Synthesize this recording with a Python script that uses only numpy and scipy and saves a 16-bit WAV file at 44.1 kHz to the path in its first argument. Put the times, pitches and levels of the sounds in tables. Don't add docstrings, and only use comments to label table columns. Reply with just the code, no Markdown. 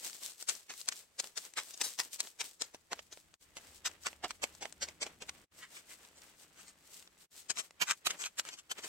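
import sys
import numpy as np
from scipy import signal
from scipy.fft import rfft, irfft, next_fast_len
from scipy.io import wavfile
from scipy.ndimage import map_coordinates

SR = 44100
rng = np.random.default_rng(int(sys.argv[2]) if len(sys.argv) > 2 else 0)


def waveform_to_disk(signal):
    frames = np.transpose(np.atleast_2d(signal))
    scaled = np.clip(frames, -1, 1) * 32767
    samples = np.round(scaled).astype(np.int16)
    wavfile.write(sys.argv[1], SR, samples)


N = 391608

# peak in seconds, level in dB before the layer trim, fade in seconds per 10 dB,
# thud, grit and air (top treble) in dB, tone colour in Hz, thrown soil in dB before the trickle trim.
HOE_STROKES = [(0.492, -30, .011, -8, 2, 3, 3000, -46), (0.702, -43.7, .018, -1, -3, -5, 1720, -56),
               (0.889, -34.3, .005, -3, 0, 1, 1750, -58), (0.924, -43.5, .008, -10, -6, -12, 1880, -53),
               (1.201, -32.3, .0043, 1, 5, 3, 1040, -52), (1.376, -35.9, .009, -3, 1, 3, 400, -50),
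               (1.578, -35.3, .02, -6, -4, -4, 1790, -51), (1.744, -44.5, .0055, 5, 6, 8, 950, -55),
               (1.816, -32, .008, -1, 1, 7, 2570, -50), (1.843, -33.3, .022, -5, 6, 12, 3000, -45),
               (1.998, -31.7, .0127, 0, -1, 4, 990, -52), (2.205, -33.8, .0065, -3, 3, 2, 2560, -51),
               (2.409, -32.1, .0085, -4, -1, -2, 2390, -48), (2.615, -37.3, .016, 1, 3, -3, 1000, -61),
               (2.748, -51, .008, 5, -4, 1, 920, -75), (2.925, -37.5, .009, 4, -7, -9, 560, -64),
               (2.993, -50, .0086, 2, -5, -8, 2550, -65), (3.128, -47, .009, 2, 0, 2, 2980, -60),
               (3.572, -45.3, .01, -1, -3, -3, 1920, -62), (3.864, -29.8, .01, -7, -1, -4, 2000, -61),
               (4.066, -32.5, .0095, -2, -5, -10, 1960, -61), (4.246, -33, .009, 4, -8, -13, 700, -60),
               (4.309, -42.4, .005, -3, -4, -13, 1870, -67), (4.437, -31.8, .008, 0, -5, -6, 720, -61),
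               (4.626, -37.7, .01, 4, -5, -7, 700, -60), (4.654, -46, .011, 5, -9, -14, 690, -66),
               (4.828, -30.4, .01, -1, 1, -4, 1590, -62), (4.887, -48, .008, 4, -2, -2, 2040, -68),
               (5.025, -31.7, .0105, 1, 0, -4, 420, -65), (5.067, -45.5, .014, 5, -6, -4, 2350, -68),
               (5.223, -41.6, .009, 5, -6, -6, 2530, -66), (5.296, -43.3, .0044, -4, -5, -8, 760, -68)]
# peak in seconds, level in dB before the layer trim, swell and fade in seconds per 10 dB,
# thud, grit and air in dB, tone colour in Hz, left-right balance in dB.
SHOVEL_STROKES = [(7.507, -30, .007, .007, 6, 6, -2, 400, 8.6),
                  (7.595, -33.2, .015, .011, 2, 2, 1, 1500, 4.9),
                  (7.821, -25.7, .0073, .01, 2, -4, -3, 2460, -4.9),
                  (7.911, -28.3, .018, .0104, -4, 0, -4, 1600, 2.8),
                  (8.07, -26.4, .0073, .0073, 2, 0, 5, 950, -3),
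                  (8.108, -35.5, .008, .01, 1, -2, -3, 3230, 3.4),
                  (8.218, -39.1, .0175, .018, -1, 2, 1, 1150, 4.1),
                  (8.262, -35.2, .012, .009, -5, -1, -5, 1280, 0),
                  (8.395, -31.2, .0085, .007, -4, 2, 3, 1460, -.5),
                  (8.492, -42.9, .019, .008, 0, 0, -3, 1050, 4.3),
                  (8.537, -47.5, .019, .012, 1, 3, -2, 2520, 2.5),
                  (8.592, -47.8, .012, .009, -10, 2, 0, 1080, 4.4),
                  (8.719, -32.9, .008, .0053, 0, -2, -2, 1000, 4.8),
                  (8.786, -43.3, .005, .011, 4, -1, -5, 950, 3),
                  (8.849, -40.9, .014, .012, 5, 0, -3, 1110, 2.6)]


def amp(db):
    return 10 ** (np.asarray(db) / 20)


def unit(x):
    return x / np.sqrt(np.mean(x ** 2) + 1e-20)


def along(points, hz):
    f, v = np.transpose(points)
    return np.interp(np.log(hz + 1), np.log(f + 1), v)


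def curves(rows):
    s, *cols = np.transpose(rows)
    return [np.interp(np.arange(N) / SR, s, c) for c in cols]


def wobble(rate, size):
    knots = rng.standard_normal(int(size * rate / SR) + 4)
    return map_coordinates(knots, [np.arange(size) * rate / SR])


def bump(hz, centre_hz, width_hz):
    return 1 / (1 + ((hz - centre_hz) / width_hz) ** 2)


def swell(t, rise_s, fade_s):
    return amp(-10 * (np.hypot(t / np.where(t < 0, rise_s, fade_s), .5) - .5))


def coloured(x, gain_db):
    n = x.shape[-1]
    m = 2 * next_fast_len(n // 2 + 2048)
    cepstrum = irfft(np.log(amp(gain_db(np.fft.rfftfreq(m, 1 / SR)))), m)
    cepstrum[..., 1:m // 2] *= 2
    cepstrum[..., m // 2 + 1:] = 0
    return irfft(rfft(x, m) * np.exp(rfft(cepstrum)), m)[..., :n]


def crumbs(size, rate, spread_db, smooth):
    loudness = amp(spread_db * np.minimum(rng.exponential(size=size), 4))
    fractures = loudness * rng.choice([-1, 1], size) * (rng.random(size) < rate / SR)
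    return unit(unit(fractures) + smooth * rng.standard_normal(size))


def scattered(x, scatter_db, t60, lag_s):
    t = np.arange(SR // 25) / SR
    tail = rng.standard_normal((2, len(t))) * amp(-60 * t / t60)
    tail = coloured(tail, lambda hz: along([(200, -8), (900, -2), (2500, 1)], hz))
    paths = amp(scatter_db) * tail / np.linalg.norm(tail, axis=1, keepdims=True)
    lag = int(np.clip(rng.normal(lag_s, 7e-5) * SR, -12, 12))
    paths[0, max(lag, 0)] += 1
    paths[1, max(-lag, 0)] += 1
    return signal.fftconvolve(x[None], paths, axes=1)[:, :len(x)]


def panned(pair, pan_db):
    gain = amp([[pan_db / 2], [-pan_db / 2]])
    return pair * unit(gain)


def bearing(bright_db):
    return 2.1 + .33 * bright_db


def add(track, s, pair):
    start = round(s * SR)
    part = pair[:, max(-start, 0):max(N - start, 0)]
    track[:, max(start, 0):][:, :part.shape[1]] += part


def outdoors(drone_gain_db, hum_gain_db, hiss_db):
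    # time in seconds, deep drone and hum in dB before their trims.
    rumble = [(0, -90, -88), (2.6, -88, -85), (3, -77, -79), (3.8, -72, -75), (4.4, -72, -74),
              (4.8, -72, -70), (5.42, -70.5, -69), (5.55, -80, -77), (6.7, -79, -76), (7.6, -84, -81),
              (8.88, -83, -79)]
    # frequency in Hz, gain in dB.
    drone_spectrum = [(20, -16), (45, -9), (62, -2), (78, 1), (105, -10), (200, -26), (600, -50)]
    hum_spectrum = [(60, -25), (120, -9), (160, 1), (220, -5), (320, -3), (410, -12), (1000, -24),
                    (3000, -45)]
    hiss_spectrum = [(100, 0), (500, 0), (1500, -3), (5000, -8), (8300, -9), (9500, -14), (15500, -18)]

    def far(spectrum):
        shared = rng.standard_normal(N)
        noise = shared + .4 * rng.standard_normal((2, N))
        return unit(coloured(noise, lambda hz: along(spectrum, hz)))

    drone_db, hum_db = curves(rumble)
    drone = far(drone_spectrum) * amp(drone_db + drone_gain_db)
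    hum = far(hum_spectrum) * amp(hum_db + hum_gain_db)
    hiss = unit(coloured(rng.standard_normal((2, N)), lambda hz: along(hiss_spectrum, hz)))
    return drone + hum + amp(hiss_db) * hiss


def soil_flow():
    # peak in seconds,
    # trickle and rub in dB before their trims, swell and fade in seconds per 10 dB.
    sweeps = [(0.06, -41, -53, .035), (0.145, -48, -63, .025), (0.26, -42, -58, .04),
              (0.412, -46, -60, .018), (0.795, -50, -69, .05), (1.005, -52, -65, .02),
              (1.455, -52, -62, .025), (1.69, -53, -64, .04), (2.143, -45, -65, .017),
              (3.41, -59, -71, .035), (3.67, -60, -61, .07), (3.765, -59, -70, .025),
              (4.035, -56, -66, .02), (4.56, -60, -68, .03), (5.37, -67, -67, .12), (5.595, -55, -62, .027),
              (5.76, -53.5, -59, .04), (5.92, -53.5, -62, .035), (6.04, -63, -64, .07),
              (6.26, -60, -63, .06), (6.42, -58, -65, .035), (6.61, -61, -65, .05),
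              (6.955, -54.5, -65, .065), (7.22, -57.5, -68, .022), (7.385, -52.5, -66, .042),
              (7.65, -57, -63, .02), (8.14, -57, -54, .03), (8.47, -58, -57, .03), (8.79, -55, -53, .02),
              (8.88, -47.5, -50, .03)]
    # time in seconds, rub in dB before its trim.
    rest_rub = [(0, -77), (2.9, -76), (3.6, -72), (5.2, -70), (7.1, -71), (7.9, -75), (8.88, -74)]
    throw_s, rise_s, settle_s = .042, .03, .044
    drag_db, drag_s, drag_fade_s = -26, .035, .042
    spill_db = -35
    rest_trickle_db = -75

    t = np.arange(0, N / SR, .002)
    throws = [(row[0], row[-1]) for row in HOE_STROKES]
    throws += [(s, db + spill_db) for s, db, *_ in SHOVEL_STROKES]
    trickle = [amp(db) * swell(t - s - throw_s, rise_s, settle_s) for s, db in throws]
    rub = [amp(db + drag_db) * swell(t - s - drag_s, rise_s, drag_fade_s) for s, db, *_ in HOE_STROKES]
    rub += [amp(db + spill_db) * swell(t - s, rise_s, drag_fade_s) for s, db, *_ in SHOVEL_STROKES]
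    for s, trickle_db, rub_db, length in sweeps:
        shape = swell(t - s, length, length)
        trickle.append(amp(trickle_db) * shape)
        rub.append(amp(rub_db) * shape)

    def total(parts, rest_db):
        return np.hypot(np.linalg.norm(parts, axis=0), amp(rest_db))

    rest_rub_db = np.interp(t, *np.transpose(rest_rub))
    return curves(np.transpose([t, total(trickle, rest_trickle_db), total(rub, rest_rub_db)]))


def loose_soil(trickle_flow, rub_flow, trickle_gain_db, rub_gain_db):
    # frequency in Hz, gain in dB.
    trickle_spectrum = [(300, -36), (1500, -15), (3000, -5), (4200, -2.5), (6000, -2), (7400, -1),
                        (8300, 1), (9400, -7), (12000, -7.5), (15500, -11)]
    rub_spectrum = [(60, -22), (200, -6), (400, -2), (1000, -2), (2000, 0), (3000, -2), (5000, -12),
                    (12000, -40)]

    near = crumbs(N, rate=400, spread_db=5.2, smooth=.65)
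    wide = np.array([crumbs(N, rate=1800, spread_db=4.5, smooth=.95) for _ in range(2)])
    patter = (.6 * near + wide) * amp(1.5 * wobble(70, size=N))
    trickle = unit(coloured(patter, lambda hz: along(trickle_spectrum, hz)))

    mass = crumbs(N, rate=600, spread_db=4.5, smooth=.7)
    grit = np.array([crumbs(N, rate=900, spread_db=4.5, smooth=.8) for _ in range(2)])
    drag = coloured(mass, lambda hz: along([(500, 3), (2500, -7)], hz))
    drag = drag + coloured(grit, lambda hz: along([(200, -7), (1500, 0)], hz))
    rub = unit(coloured(drag * amp(1.8 * wobble(45, size=N)), lambda hz: along(rub_spectrum, hz)))

    trickle = panned(trickle, pan_db=2) * trickle_flow * amp(trickle_gain_db)
    return trickle + panned(rub, pan_db=1.5) * rub_flow * amp(rub_gain_db)


def small_ticks(flow, count):
    chance = np.cumsum(flow)
    at = np.searchsorted(chance, chance[-1] * (np.arange(count) + rng.random(count)) / count)
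    rows = []
    for i, (a, b, c) in zip(at, rng.standard_normal((count, 3))):
        level_db = 20 * np.log10(flow[i]) - 4 + 2 * a
        rows.append((i / SR, level_db, 2.5 + 3 * b, 5 + 3 * c))
    return rows


def pebbles_and_twigs(trickle_flow, level_db, crunch, crunch_t60):
    # start in seconds, level in dB before the trim, knock and brightness in dB.
    loud_clicks = [(0.0529, -41.6, -2, 5), (0.0983, -43.4, 4, 7), (0.1312, -45.5, -2, 5),
                   (0.3198, -48, -1, 8), (0.426, -38.1, 0, 9), (0.4959, -26.9, -10, 8),
                   (0.5103, -41.7, -8, -9), (0.5522, -42.9, 3, 9), (0.706, -41, 2, -1),
                   (0.7388, -44.8, -2, 0), (0.8141, -40.4, -2, 9), (0.8875, -24.5, -4, 5),
                   (0.9234, -40.2, -7, 0), (1.201, -30.9, 3, 5), (1.2422, -40.5, 0, 2), (1.2726, -47, 3, 9),
                   (1.3759, -34.8, -6, 4), (1.3825, -38.2, 3, 6), (1.4517, -45.8, -2, 9),
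                   (1.5375, -47.5, 2, 9), (1.5894, -34.4, -2, -4), (1.5989, -38.9, -1, -2),
                   (1.7755, -45, 1, 9), (1.8139, -28.3, 0, 6), (1.989, -34.3, 3, 6), (2.001, -27.4, 1, 2),
                   (2.1601, -46.7, 4, 6), (2.2045, -26, 1, 8), (2.2723, -44.8, -1, -6),
                   (2.4145, -34.9, 1, 0), (2.6205, -29.5, 4, 5), (2.7463, -44.1, 13, -4),
                   (2.9313, -31.5, 13, -5), (2.9922, -42.9, 1, -9), (3.1738, -49.5, 9, -6),
                   (3.3404, -52.6, 5, 2), (3.5694, -41, 6, 0), (3.9141, -52, 1, 2), (4.0358, -49, 4, 9),
                   (4.0683, -29.5, 1, -5), (4.0847, -42.9, 3, 0), (4.1301, -48.4, 8, -9),
                   (4.3077, -34.6, 2, -5), (4.4404, -29.7, 9, -4), (4.5507, -51, 5, 3),
                   (4.6554, -36, 8, -13), (4.7253, -44, -1, 7), (4.8869, -45.7, 6, 3),
                   (5.066, -40.1, 10, -4), (5.294, -35.3, -1, -2), (6.0502, -53.5, 8, -3),
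                   (6.2199, -53.6, 3, 5), (7.0255, -53.4, -4, -6), (7.0754, -52.7, 0, -2),
                   (7.5723, -39, -8, -4), (7.7085, -51.5, 5, -1), (7.9105, -24.7, -10, -2),
                   (8.071, -30, -5, -4), (8.1066, -31, -8, -6), (8.2193, -38.9, 0, 4),
                   (8.2393, -35.6, -9, -10), (8.3969, -28.2, -7, -2), (8.4518, -44.5, -4, -8),
                   (8.4892, -40.5, -4, 1)]
    # frequency in Hz, gain in dB.
    pebble_spectrum = [(50, -20.2), (120, -17.5), (250, -12.3), (500, -5.8), (1000, -2.6), (2500, -0.5),
                       (5500, 0.0), (8000, -0.3), (9500, -9.8), (15500, -21.7)]

    track = np.zeros((2, N))
    t = np.arange(SR // 20) / SR
    for s, db, knock_db, bright_db in list(loud_clicks) + small_ticks(trickle_flow, count=16):
        crack = crunch * rng.standard_normal(len(t)) * amp(-60 * t / crunch_t60)
        crack[0] += 1
        hardness = [(600, knock_db), (1300, 0), (2800, 0),
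                    (5000, bright_db), (8000, bright_db), (11000, bright_db - 4)]
        crack = coloured(crack, lambda hz: along(pebble_spectrum, hz) + along(hardness, hz))
        crack = unit(scattered(crack, scatter_db=-4, t60=.014, lag_s=4e-5))
        add(track, s, panned(crack, bearing(bright_db)) * amp(db + level_db))
    return track


def strokes(table, soil, ring, tone_db, grain_db, judder_db, lag_s):
    track = np.zeros((2, N))
    t = np.arange(-SR // 6, SR // 5) / SR
    for s, db, rise, fade, thud_db, grit_db, air_db, tone_hz, pan_db in table:
        depth = [(700, thud_db), (1100, 0), (3000, 0), (4000, grit_db), (8500, grit_db), (9500, air_db)]
        modes = [(tone_hz, 80, tone_db)] + list(ring)

        def colour(hz):
            resonance = np.max([level * bump(hz, f, width) for f, width, level in modes], axis=0)
            return along(soil, hz) + along(depth, hz) + resonance

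        crush = crumbs(len(t), rate=5000, spread_db=grain_db, smooth=.7)
        crush = crush * amp(judder_db * wobble(300, size=len(t)))
        crush = unit(scattered(coloured(crush, colour), scatter_db=0, t60=.025, lag_s=lag_s))
        contact = amp(-9 * np.maximum(-t / rise - 2.6, 0))
        add(track, s + t[0], panned(crush, pan_db) * swell(t, rise, fade) * contact * amp(db))
    return track


def glove_pats():
    # peak in seconds, level in dB before the layer trim,
    # thud and grit in dB, tone colour in Hz.
    pats = [(5.632, -50.3, -12, -6, 1900), (5.77, -51.5, -9, -4, 2450), (5.918, -53, -4, -1, 2050),
            (6.175, -59, 6, 4, 540), (6.595, -54.5, -2, 1, 290), (6.685, -55.5, 0, 4, 250)]
    # frequency in Hz, gain in dB.
    glove_soil = [(60, -16), (200, -4), (400, -4), (800, -5), (1500, -2), (2200, 0), (4000, -4), (6000, -4),
                  (8300, -1), (9500, -8), (15500, -16)]
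    swell_s, fade_s, pan_db = .016, .02, 2
    air_db = -6
    rows = [(s, db, swell_s, fade_s, thud, grit, grit + air_db, hz, pan_db)
            for s, db, thud, grit, hz in pats]
    return strokes(rows, glove_soil, [], tone_db=6, grain_db=4.5, judder_db=1.8, lag_s=1e-4)


def shovel_stabs():
    # frequency in Hz, gain in dB.
    shovel_soil = [(50, -29), (110, -20), (200, -13), (400, -11.5), (700, -9.5), (1200, -4), (2200, -1.8),
                   (3200, -3.3), (4300, -5.4), (6000, -4.6), (8000, -4.4), (9500, -14), (12000, -14.5),
                   (15500, -30)]
    # frequency in Hz, width in Hz, gain in dB.
    blade = [(1450, 120, 1.5), (2450, 45, 4), (3080, 90, 4), (4490, 60, 2), (6450, 130, 4), (7430, 110, 5)]
    return strokes(SHOVEL_STROKES, shovel_soil, blade, tone_db=5, grain_db=3.5, judder_db=1.5, lag_s=1.4e-4)


def hoe_ring():
    # start in seconds, frequency in Hz, level in dB, time to fade 60 dB in seconds.
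    ring_settings = (5.294, 1120, -69, .5)
    s, hz, db, t60 = ring_settings
    t = np.maximum(np.arange(N) / SR - s, 0)
    return amp(db - 60 * t / t60) * np.sin(2 * np.pi * hz * t)


def hoe_blows():
    # frequency in Hz, gain in dB.
    hoe_soil = [(50, -19.6), (110, -18.6), (200, -13.9), (400, -5.8), (700, -3), (950, -3), (1250, -5.2),
                (2200, -2.7), (3200, -3.2), (4300, -1), (6000, 0.3), (8000, -1.4), (9500, -12.3),
                (12000, -16.9), (15500, -22.8)]
    swell_s = .007
    rows = [(s, db, swell_s, fade, thud, grit, air, hz, bearing((grit + air) / 2))
            for s, db, fade, thud, grit, air, hz, _ in HOE_STROKES]
    return strokes(rows, hoe_soil, [], tone_db=4.5, grain_db=4, judder_db=1.5, lag_s=4e-5)


def scene():
    air = outdoors(drone_gain_db=-.8, hum_gain_db=-1.3, hiss_db=-76.5)
    trickle_flow, rub_flow = soil_flow()
    spill = loose_soil(trickle_flow, rub_flow, trickle_gain_db=-.2, rub_gain_db=-.6)
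    stones = pebbles_and_twigs(trickle_flow, level_db=-12.2, crunch=.14, crunch_t60=.011)
    hands = amp(.4) * glove_pats()
    shovel = amp(-.3) * shovel_stabs()
    hoe = amp(-.1) * hoe_blows() + hoe_ring()
    return air + spill + stones + hands + shovel + hoe


def record(dry):
    # frequency in Hz, left against right in dB.
    channel_colour = [(100, 0), (700, -.5), (1300, -.5), (2400, -4), (4400, -.5), (8100, 3.5), (10500, -1),
                      (15000, -4.5)]
    # centre in seconds, half length in seconds to the middle of each slope.
    dips = [(3.381, .021), (5.482, .028), (7.286, .02)]
    top_hz = 15900

    pair = coloured(dry, lambda hz: along(channel_colour, hz) * np.array([[.5], [-.5]]))
    t = np.arange(N) / SR
    for s, half in dips:
        depth = np.clip((half - abs(t - s)) / .022 + .5, 0, 1)
        pair = pair * amp(-29 * depth)
    m = next_fast_len(N + SR // 2)
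    return irfft(rfft(pair, m) * (np.fft.rfftfreq(m, 1 / SR) < top_hz), m)[:, :N]


dry = scene()
out = record(dry)
waveform_to_disk(out)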